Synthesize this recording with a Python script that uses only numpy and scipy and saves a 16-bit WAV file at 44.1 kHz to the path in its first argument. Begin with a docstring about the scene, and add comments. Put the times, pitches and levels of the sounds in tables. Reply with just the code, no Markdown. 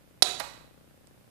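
"""A faint electrical buzz on the left; then, on the right, a small pulse welder fires with a loud snap.
The arc's pressure pulse and crack ring the metal around it and overload the microphone, and the buzz
swells for a moment. A duller clack follows, probably the welder's switch letting go, and the workshop's
reverberation hisses away. Later the pliers tick faintly over the room tone."""
import sys
import numpy as np
from scipy import signal
from scipy.fft import rfft, irfft, next_fast_len
from scipy.io import wavfile
from scipy.ndimage import uniform_filter1d, minimum_filter1d

SR = 44100
rng = np.random.default_rng(int(sys.argv[2]) if len(sys.argv) > 2 else 0)


def generate_wav(signal):
    """Clip the signal to [-1, 1] and save it as 16-bit WAV at the path in sys.argv[1]."""
    frames = np.transpose(np.atleast_2d(signal))
    scaled = np.clip(frames, -1, 1) * 32767
    pcm = np.round(scaled).astype(np.int16)
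    wavfile.write(sys.argv[1], SR, pcm)


N = 57330
TIME = np.arange(N) / SR


def arc():
    """Impulsive excitation: a discharge sends out a pulse and a crack and rings the metal's modes."""
    # Spectra of the pressure pulse and of the discharge noise: f/Hz, relative level/dB
    pulse_spectrum = [(30, -39), (110, -32), (190, -8), (330, 3.5), (520, -2), (750, 4), (1100, -6.5),
                      (1600, 2), (2300, -8.5), (4000, -17.5), (15000, -48)]
    discharge_spectrum = [(60, -50), (300, -25), (800, -20.5), (1400, -17), (2300, -8.5), (3300, -1.5),
                          (5500, 1.5), (7500, -13), (11000, -8.5), (14500, -22)]
    # Modes of the metal around the arc: f/Hz, relative level/dB, T60/s
    metal_modes = [(740.6, -18.5, 0.063), (3127, -17, 0.027), (3374, -10.5, 0.0274), (3899, -1.5, 0.015),
                   (4482, -2.5, .022), (4947, -15.5, .022), (5360, -5, .021), (5545, -4.5, .021),
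                   (6820, -11.5, .02), (7757, -17.5, .022), (9250, -9.5, .024), (10310, -16, .028)]
    start_s, rise_s, hold_s = .2229, .00036, .0024
    bounce_delay_s, wall_delay_s, wall_cutoff_hz = .0052, .0345, 4350
    impulse = 1. * (np.arange(N) == round(start_s * SR))
    pulse = minimum_phase(impulse, pulse_spectrum)
    pulse = amp(-4.5) * pulse / np.abs(pulse).max()
    bounce = amp(-8) * np.interp(TIME - bounce_delay_s, TIME, pulse)  # off the bench
    discharge = amp(-8.5) * noise(discharge_spectrum) * strike(start_s, rise_s, hold_s, t60=.026)
    crack = pulse + bounce + discharge
    ring = amp(-3.5) * ringing(metal_modes, start_s, rise_s, hold_s)
    echo = np.interp(TIME - wall_delay_s, TIME, ring)  # one wall returns the ring, its treble dulled
    echo = amp(-14.5) * filtered(echo, lambda hz: 1 / (1 + (hz / wall_cutoff_hz) ** 10))
    return crack + ring + echo + reverberation(amp(-10) * crack + amp(-12) * ring)


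def switch():
    """Impact and free vibration: bright contacts click over a dull clack, and the case rings on."""
    # Spectra of the clack and of the contacts: f/Hz, relative level/dB
    clack_spectrum = [(100, -41), (250, -15), (400, -4.5), (570, -1), (830, -1), (1400, -5.5), (2100, -3.5),
                      (2700, -12.5), (4000, -5.5), (5200, -33), (6500, -16.5), (15000, -30)]
    click_spectrum = [(300, -14), (2000, -1.5), (2800, -36), (4000, 3), (5200, 10), (6500, -12.5),
                      (8000, -8.5), (9500, -2.5), (11200, 0.5), (14500, -18)]
    # The contacts' lead-in, blow and rebound: t/s, level/dB, T60/s
    impacts = [(0.397, -25.5, 0.019), (0.3994, -21, 0.013), (0.4016, -28.5, 0.028)]
    # Modes of the welder's sheet-metal case: f/Hz, level/dB, T60/s
    case_modes = [(561, -42, 0.26), (832, -31, 0.18), (4070, -51.5, 0.63), (4570, -63, 0.71),
                  (5150, -57, .45)]
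    start_s, rise_s = .3995, .0022
    clack = amp(-20.5) * noise(clack_spectrum) * strike(start_s, rise_s, hold=0, t60=.065)
    clicks = sum(amp(db) * noise(click_spectrum) * strike(at, rise=.0002, hold=0, t60=t60)
                 for at, db, t60 in impacts)
    case = ringing(case_modes, start_s, rise_s, hold=0)
    return clack + clicks + case + reverberation(amp(-9) * clack + amp(-2.5) * clicks)


def pliers():
    """A brief contact has a broad spectrum: one light, dry tick of the pliers."""
    # Spectrum of the tick: f/Hz, relative level/dB
    spectrum = [(300, -14), (2500, -10), (4800, -2.5), (6800, -14), (8400, 1.5), (9800, -10), (14500, -31)]
    return amp(-42) * noise(spectrum) * strike(start=1.0712, rise=.00015, hold=0, t60=.012)


def reverberation(x):
    """The workshop's diffuse field builds up and decays exponentially, the treble fastest."""
    # Reverberation time: f/Hz, T60/s
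    decay_times = [(200, .6), (600, .6), (1500, .6), (4000, .6), (9000, 0.47), (15000, .4)]
    # Colour of the diffuse field: f/Hz, relative level/dB
    colour = [(100, -4.5), (400, 0), (780, 2.5), (1150, 5), (1600, -2), (2300, 3), (3000, 2.5), (4200, -4),
              (5500, -7), (7500, 5), (10000, -7), (14500, -2)]
    rise_s = .02
    hz, t, bands = signal.stft(rng.standard_normal(N), SR, nperseg=256)
    decay = np.exp(-np.log(1000) * t / along(decay_times, hz)[:, None])
    bands = bands * amp(along(colour, hz))[:, None] * decay
    tail = signal.istft(bands, SR, nperseg=256)[1][:N] * (1 - np.exp(-TIME / rise_s))
    return signal.fftconvolve(x, tail / np.linalg.norm(tail))[:N]


def buzz():
    """Electrical interference: a nearly periodic pulse train, heard as a buzz over hum and hiss."""
    # Spectra of the ticks and of the line hiss: f/Hz, relative level/dB
    tick_spectrum = [(25, -32), (90, -9), (170, -4.5), (330, 0.5), (550, 2), (900, -13.5), (1500, -11.5),
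                     (3000, -25.5), (6000, -42), (15000, -55.5)]
    hiss_spectrum = [(25, -1.5), (150, 6), (400, -1.5), (1000, -9), (3000, -13), (6000, -19.5),
                     (8500, -17.5), (14500, -19.5)]
    # Swell of ticks, thuds, hum and hiss together: t/s, gain/dB
    swell = [(0, -1), (.225, -0.5), (.27, 7), (.33, 7.5), (.48, 6), (.6, 5.5), (.68, 1.5), (.85, .5),
             (1.3, 0)]
    rate_hz, jitter_s, scatter_db = 29.97, .00017, .95
    thud_hz, thud_lag_s, hum_hz = 170, .0042, 59.6

    def thud_response(hz):
        """A damped resonance, low-passed and delayed, trails each tick with a soft thud."""
        resonance = 1j * hz / (thud_hz ** 2 - hz ** 2 + .6j * hz * thud_hz)
        return resonance / (1 + .5j * hz / thud_hz) * np.exp(-2j * np.pi * hz * thud_lag_s)

    starts = np.arange(.0096, N / SR, 1 / rate_hz)
    jitter, scatter = rng.standard_normal((len(starts), 2)).T
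    samples = np.abs((starts + jitter_s * jitter) * SR).astype(int)
    pulses = np.bincount(samples, amp(scatter_db * scatter), N)[:N]
    ticks = amp(-63) * unit(minimum_phase(pulses, tick_spectrum))
    thuds = -amp(-64.5) * unit(filtered(pulses, thud_response))
    hum = amp(-68) * unit(np.sin(2 * np.pi * hum_hz * TIME))
    hiss = amp(-62) * noise(hiss_spectrum)
    return amp(np.interp(TIME, *np.transpose(swell))) * (ticks + thuds + hum + hiss)


def room_tone():
    """Stationary noise, strongest in the bass, sets the workshop's noise floor."""
    # Spectrum of the ambient noise: f/Hz, relative level/dB
    spectrum = [(25, -16), (60, -11.5), (115, 2), (200, -3.5), (400, -11), (800, -15.5), (1500, -19),
                (3000, -22.5), (6500, -27.5), (8300, -27), (10000, -25), (14500, -26.5)]
    return amp(-58.5) * noise(spectrum)


def ringing(modes, start, rise, hold):
    """Modal superposition: damped sinusoids excited at one moment."""
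    phases = rng.uniform(0, 2 * np.pi, len(modes))
    return sum(amp(db) * np.sin(2 * np.pi * hz * TIME + phase) * strike(start, rise, hold, t60)
               for (hz, db, t60), phase in zip(modes, phases))


def strike(start, rise, hold, t60):
    """Exponential damping: after a quick rise and a hold, the envelope falls 60 dB in t60 seconds."""
    t = np.maximum(TIME - start, 0)
    return (1 - np.exp(-t / rise)) * np.exp(-np.log(1000) * np.maximum(t - hold, 0) / t60)


def noise(spectrum):
    """Spectral shaping: white noise coloured and scaled to rms 1."""
    return unit(filtered(rng.standard_normal(N), lambda hz: amp(along(spectrum, hz))))


def minimum_phase(x, spectrum):
    """Causal filtering: a folded cepstrum colours x with no sound ahead of its pulses."""
    log_gain = np.log(amp(along(spectrum, np.fft.rfftfreq(2 * N, 1 / SR))))
    cepstrum = irfft(log_gain)
    cepstrum[1:N] *= 2
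    cepstrum[N + 1:] = 0
    return irfft(rfft(x, 2 * N) * np.exp(rfft(cepstrum)))[:N]


def filtered(x, response):
    """Linear filtering: the spectrum of x times a frequency response."""
    size = next_fast_len(2 * N)
    return irfft(rfft(x, size) * response(np.fft.rfftfreq(size, 1 / SR)), size)[..., :N]


def along(points, hz):
    """Interpolation of (f/Hz, value) points on a logarithmic frequency axis."""
    frequencies, values = np.transpose(points)
    return np.interp(np.log(hz + 1), np.log(frequencies + 1), values)


def amp(db):
    """Decibels to amplitude ratio."""
    return 10 ** (np.asarray(db) / 20)


def unit(x):
    """Normalisation to rms 1."""
    return x / np.sqrt(np.mean(x ** 2) + 1e-20)


def scene():
    """Superposition: the workshop's sounds add on the right; the left carries only the interference."""
    return np.array([buzz(), arc() + switch() + pliers() + room_tone()])


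def record(dry):
    """Peak and band limiting: a fast limiter holds the snap down, then a steep low-pass cuts the top."""
    ceiling, cutoff_hz = 1.0, 14800
    needed_gain = np.minimum(1, ceiling / (np.abs(dry) + 1e-9))
    gain = uniform_filter1d(minimum_filter1d(needed_gain, size=15), size=15)
    return filtered(dry * gain, lambda hz: 1 / np.sqrt(1 + (hz / cutoff_hz) ** 160))


dry = scene()
out = record(dry)
generate_wav(out)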